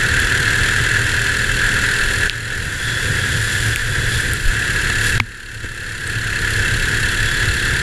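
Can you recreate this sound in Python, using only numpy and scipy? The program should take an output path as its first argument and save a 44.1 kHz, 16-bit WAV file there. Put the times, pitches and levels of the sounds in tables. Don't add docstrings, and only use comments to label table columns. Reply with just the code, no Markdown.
import sys
import numpy as np
from scipy import signal
from scipy.fft import rfft, irfft, next_fast_len
from scipy.io import wavfile
from scipy.ndimage import uniform_filter1d, minimum_filter1d, map_coordinates

SR = 44100
rng = np.random.default_rng(int(sys.argv[2]) if len(sys.argv) > 2 else 0)


def file_out(sig):
    cols = np.atleast_2d(sig).T
    lim = np.clip(cols, -1, 1)
    pcm = np.round(lim * 32767).astype(np.int16)
    wavfile.write(sys.argv[1], SR, pcm)


N = 344848
T = np.arange(N) / SR

LIFT_AT_S, LIFT_S, REOPEN_AT_S, REOPEN_S = 2.605, 0.09, 4.13, 0.82
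STRAIGHTEN_AT_S, STRAIGHTEN_S = 4.33, 0.4
THROTTLE_OPEN, THROTTLE_COASTING = 0.61, 0.2
BUFFET_DB, BUFFET_BEND_DB = -26, -3
FRAME_DB, FRAME_BEND_DB = -25.5, 2.5
HISS_DB, HISS_BEND_DB = -29.5, -0.1
RATTLE_DB, RATTLE_BEND_DB = -19.5, -1.04
EXHAUST_DB, EXHAUST_BEND_DB = -0.05, -6
BARK_FULL_THROTTLE_DB = -27.5
CRUISE_HZ, SHAKE_DB_PER_HZ = 38.05, 0.12

# frequency_hz, relative_density_db
BUFFET_SPECTRUM = [(10, -12), (22, 7), (36, 4), (52, -2.5), (75, -13), (120, -27.5), (400, -52)]
FRAME_SPECTRUM = [(30, -29.5), (65, 0), (85, .5), (112, 1.5), (135, -1), (170, -12), (260, -16.5),
                  (500, -18), (800, -44.5), (3000, -99)]
HISS_SPECTRUM = [(500, -20.5), (2500, 4.5), (4700, 3.5), (6500, -4.5), (7500, 2), (8300, -3.5), (9300, 2.5),
                 (9750, 0), (10400, 4), (10900, -2), (11600, -2.5), (12300, -14.5), (13400, -14),
                 (15500, -24)]
BARK_SPECTRUM = [(300, -43), (1200, -25), (2000, -10.5), (2700, -1), (3200, 2), (3620, -32), (3870, 10),
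                 (4070, -5), (4270, 13), (4550, -1.5), (5500, -28), (9000, -42), (16000, -49)]
CASE_SPECTRUM = [(200, -14.5), (450, -16), (620, -23), (830, -24), (1120, -22.5), (1250, -15.5), (1380, -5),
                 (1700, 2), (2000, -6), (2300, -15), (3600, -16), (5000, -26), (8000, -25.5),
                 (16000, -79.5)]
# centre_hz, width_hz, gain_db
CASE_RESONANCES = [(713, 25, 6.5), (965, 150, 6.5), (1585, 70, 2.2), (1724, 110, 2.5), (2664, 79, 4.5),
                   (3190, 92, 3.5), (3427, 150, 5), (3640, 110, -3.5), (5930, 180, 3.5), (7080, 590, 7),
                   (8760, 220, 3.5)]
# centre_s, width_s, buffet_change_db, frame_change_db, rattle_change_db
GROUND_PATCHES = [(0.208, 0.036, 1.5, 0.5, 0.5), (.45, 0.86, -2.5, 0.5, 2.5), (0.627, 0.027, 7.5, 4.5, 0),
                  (1.3, 0.21, -0.5, -2.5, -1.5), (1.803, 0.13, -0.5, 1, 1), (2.23, .04, 3, 1.5, 0.5),
                  (3.25, .2, -4, .5, 0.5), (4.088, 0.044, 6.5, 1, -0.5), (4.41, 0.052, 0, -4.5, -4.5),
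                  (4.47, .025, 15, 0, -0.5), (5.157, 0.033, 3, 7, 0.5), (5.4, .25, 3, -0.5, -1),
                  (5.65, 0.0097, 4, 10, 4), (6.797, 0.077, 0, 4, 0), (7.424, 0.098, 6, 2.5, 0)]
# start_s, stop_s, level_db
BRAKE_SPANS = [(2.6, 4.118, -34.5), (7, 7.8, -32.5)]
# centre_s, level_db, width_s
DIRT_SHOWERS = [(.51, -31, 0.021), (2.88, -32.5, 0.036), (3.53, -29, 0.24), (4.157, -27.5, .05),
                (5.068, -25, 0.042), (6.11, -32, .03)]
# start_s, peak_db
CASE_JOLTS = [(.321, -10), (0.634, -8), (4.901, -5.5), (5.644, -7)]
# start_s, level_db, final_pitch_hz,
# first_pitch_hz, contact_s, relative_thud_db
CLOD_IMPACTS = [(.2015, -10, 4000, 13900, 0.00027, -47.5), (2.297, 9.5, 2320, 4260, 0.00017, -46),
                (3.76, -3, 1890, 3200, 0.00042, -38), (3.76, -6.5, 4400, 14200, .00021, -40),
                (4.335, -3.5, 6870, 12800, .00011, -40), (5.1998, 9, 610, 1730, 0.00081, -11),
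                (5.1998, 9.5, 2980, 5450, 0.00021, -47), (5.2019, 18.5, 2100, 2540, 0.00052, -17),
                (5.643, -12, 229.4, 550, 0.0014, -17), (6.0762, -10, 6850, 10600, 0.00032, -38)]
# time_s, firing_rate_hz
FIRING_RATE = [(0.0, 38.23), (0.25, 37.99), (0.7, 39.14), (1.25, 39.98), (2.25, 40.77), (2.55, 40.74),
               (2.85, 39.27), (3.3, 38.08), (3.6, 38.09), (4.35, 35.46), (4.7, 35.9), (5.25, 35.96),
               (5.6, 34.64), (6.05, 34.21), (6.85, 34.26), (7.3, 35.38), (7.82, 35.88)]
# multiple_of_firing_rate, level_db
EXHAUST_HARMONICS = [(2, -36), (3, -33.5), (4, -42.5), (5, -41), (6, -50), (7, -43), (8, -50), (9, -47),
                     (10, -41), (11, -48), (12, -46.5), (13, -46.5), (14, -51), (15, -56), (16, -55),
                     (18, -59), (19, -59)]
# delay_after_ignition_cycles, relative_level_db
ENGINE_KNOCKS = [(.07, 0), (.18, -2), (.38, -1.5), (.58, -5), (.87, -4)]


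def amp(db):
    return 10 ** (np.asarray(db) / 20)


def unit_rms(x):
    return x / np.sqrt(np.mean(x ** 2) + 1e-20)


def trapezoid(start_s, attack_s, stop_s, release_s):
    return np.clip((T - start_s) / attack_s, 0, 1) * np.clip(1 - (T - stop_s) / release_s, 0, 1)


def swell(centre_s, width_s):
    return np.exp(-((T - centre_s) / width_s) ** 2 / 2)


def wobble(rate_hz):
    return map_coordinates(rng.standard_normal(int(N * rate_hz / SR) + 4), [T * rate_hz])


def coloured(x, spectrum, modes=()):
    size = 2 * next_fast_len(N // 2 + 8192)
    hz = np.fft.rfftfreq(size, 1 / SR)
    points_hz, points_db = np.transpose(spectrum)
    level_db = np.interp(np.log(hz + 1), np.log(points_hz), points_db)
    for centre_hz, width_hz, gain_db in modes:
        level_db += gain_db / (1 + (2 * (hz - centre_hz) / width_hz) ** 2)
    cepstrum = irfft(np.log(amp(level_db)), size)
    cepstrum[1:size // 2] *= 2
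    cepstrum[size // 2 + 1:] = 0
    return unit_rms(irfft(rfft(x, size) * np.exp(rfft(cepstrum)), size)[:N])


def bursts(cycles, at, rise, scatter_db, jitter):
    index = np.floor(cycles - at).astype(int) + 1
    size, shift = rng.standard_normal((2, 400))
    age = np.maximum((cycles - at) % 1 - jitter * np.abs(shift[index]), 0) / rise
    return unit_rms(amp(scatter_db * size[index]) * age * np.exp(-age))


def taps(cycles, at, scatter_db, jitter_s):
    onsets = np.flatnonzero(np.diff(np.floor(cycles - at)))
    size, shift = rng.standard_normal((2, len(onsets)))
    onsets = np.clip(onsets + jitter_s * SR * shift, 0, N - 1).astype(int)
    return np.bincount(onsets, amp(scatter_db * size), N)


def buffeting(bend):
    ground_db = sum(db * swell(s, width) for s, width, db, _, _ in GROUND_PATCHES)
    pressure = amp(0.9 * wobble(8.7)) * rng.standard_normal(N)
    return amp(BUFFET_DB + BUFFET_BEND_DB * bend + ground_db) * coloured(pressure, BUFFET_SPECTRUM)


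def frame_rumble():
    cornering = trapezoid(LIFT_AT_S, LIFT_S, STRAIGHTEN_AT_S, STRAIGHTEN_S)
    ground_db = sum(db * swell(s, width) for s, width, _, db, _ in GROUND_PATCHES)
    bumps = amp(2.2 * wobble(13)) * rng.standard_normal(N)
    rumble = coloured(bumps, FRAME_SPECTRUM, modes=[(109.7, 12.2, 7.5), (310, 50, -4), (500, 90, 2.0)])
    return amp(FRAME_DB + FRAME_BEND_DB * cornering + ground_db) * rumble


def brake():
    ramp_s = 0.19
    pressure = sum(amp(db) * trapezoid(start, ramp_s, stop, ramp_s) for start, stop, db in BRAKE_SPANS)
    scrape = amp(3.5 * wobble(12)) * rng.standard_normal(N)
    disc = coloured(scrape, [(1500, -31), (3400, 4), (5000, 0), (9000, -36)], modes=[(3390, 200, 15)])
    return pressure * disc


def sprays():
    shower = sum(amp(db) * swell(s, width) for s, db, width in DIRT_SHOWERS)
    grit = (rng.random(N) < 3000 / SR) * rng.standard_normal(N)
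    return shower * coloured(grit, HISS_SPECTRUM, CASE_RESONANCES)


def clacks(contact_s=0.0012):
    out = np.zeros(N + SR)
    contact = np.exp(-T / contact_s) * rng.standard_normal(N)
    ring = coloured(contact, CASE_SPECTRUM, CASE_RESONANCES)[:SR // 10]
    for start_s, peak_db in CASE_JOLTS:
        out[round(start_s * SR):][:len(ring)] += amp(peak_db) * ring / np.abs(ring).max()
    return out[:N]


def clods():
    out, t = np.zeros(N + SR), np.arange(SR // 4) / SR
    low_mode = np.sin(2 * np.pi * 108 * t) * amp(-60 * t / 0.15)
    high_mode = np.sin(2 * np.pi * 231 * t) * amp(-60 * t / 0.12)
    mount = -low_mode - 1.5 * high_mode
    for start_s, level_db, final_hz, first_hz, contact_s, thud_db in CLOD_IMPACTS:
        pitch_hz = final_hz + (first_hz - final_hz) * np.exp(-t / (2 * contact_s))
        crumbs = 0.05 * rng.standard_normal(len(t))
        force = t / contact_s * np.exp(1 - t / contact_s)
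        crack = force * (np.sin(2 * np.pi * np.cumsum(pitch_hz) / SR) + crumbs)
        out[round(start_s * SR):][:len(t)] += amp(level_db) * (crack + amp(thud_db) * mount)
    return out[:N]


def hiss(cycles, throttle):
    flare = bursts(cycles, at=0.04, rise=0.105, scatter_db=1, jitter=0.012)
    clatter = 1.8 * throttle * flare * rng.standard_normal(N)
    grains = rng.random(N) < 1500 / SR
    grit = grains * rng.standard_normal(N) * amp(2 * rng.standard_normal(N))
    total = clatter + rng.standard_normal(N) + 0.82 * unit_rms(grit)
    return coloured(total / np.sqrt(1 + throttle ** 2), HISS_SPECTRUM, CASE_RESONANCES)


def bark(cycles):
    flare = bursts(cycles, at=0.08, rise=0.125, scatter_db=1, jitter=0.02) + 0.2
    return coloured(flare * rng.standard_normal(N), BARK_SPECTRUM, modes=[(2660, 170, 18)])


def exhaust(cycles, waver_db, smear_rad):
    note = np.zeros(N)
    for order, db in EXHAUST_HARMONICS:
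        phase = 2 * np.pi * order * cycles + rng.uniform(0, 2 * np.pi) + smear_rad * wobble(7)
        note += amp(db + waver_db * wobble(6)) * np.sqrt(2) * np.cos(phase)
    return note


def rattle(cycles, throttle):
    knocks = sum(amp(db) * taps(cycles, at, scatter_db=1, jitter_s=0.00015) for at, db in ENGINE_KNOCKS)
    highpass = signal.butter(2, 800, "highpass", fs=SR, output="sos")
    knocks = unit_rms(signal.sosfilt(highpass, knocks))
    flares = sum(amp(db) * bursts(cycles, at, rise=0.033, scatter_db=2.5, jitter=0.031)
                 for at, db in ENGINE_KNOCKS)
    chatter = unit_rms(flares) * rng.standard_normal(N)
    shaking = (0.5 + 0.5 * throttle) * (0.46 * knocks + 0.58 * chatter)
    jolts = amp(1.03 * wobble(45)) * rng.standard_normal(N)
    return coloured(shaking + jolts, CASE_SPECTRUM, CASE_RESONANCES)


def engine(bend):
    firing_hz = np.interp(T, *np.transpose(FIRING_RATE))
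    cycles = np.cumsum(firing_hz) / SR + 0.8
    throttle = THROTTLE_OPEN + (THROTTLE_COASTING - THROTTLE_OPEN) * bend
    speed_db = SHAKE_DB_PER_HZ * (firing_hz - CRUISE_HZ)
    ground_db = sum(db * swell(s, width) for s, width, _, _, db in GROUND_PATCHES)
    out = amp(EXHAUST_DB + EXHAUST_BEND_DB * bend) * exhaust(cycles, waver_db=1.3, smear_rad=0.12)
    out += amp(BARK_FULL_THROTTLE_DB) * throttle * bark(cycles)
    out += amp(RATTLE_DB + RATTLE_BEND_DB * bend + speed_db + ground_db) * rattle(cycles, throttle)
    out += amp(HISS_DB + HISS_BEND_DB * bend + speed_db + 0.1 * ground_db) * hiss(cycles, throttle)
    return out


def scene():
    bend = trapezoid(LIFT_AT_S, LIFT_S, REOPEN_AT_S, REOPEN_S)
    return (engine(bend) + buffeting(bend) + frame_rumble() + brake() + clacks() + sprays() + clods())[None]


def gain_control(x, ceiling_db, recovery_db_per_s, treble_weight, ahead_s):
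    peak = np.abs(x) + treble_weight * np.abs(np.gradient(x))
    needed_db = np.minimum(0, ceiling_db - 20 * np.log10(peak + 1e-9))
    needed_db = minimum_filter1d(needed_db, 2 * int(ahead_s * SR) + 1)
    climb_db = recovery_db_per_s * T
    gain_db = np.minimum.accumulate(needed_db - climb_db) + climb_db
    return x * amp(uniform_filter1d(gain_db, size=64))


def record(dry):
    limited = gain_control(dry[0], ceiling_db=6, recovery_db_per_s=12.5, treble_weight=2.86, ahead_s=0.019)
    saturated = np.clip(limited, -1, 1)
    passband = np.fft.rfftfreq(N, 1 / SR) < 15300
    return irfft(rfft(saturated) * passband, N)[None]


dry = scene()
out = record(dry)
file_out(out)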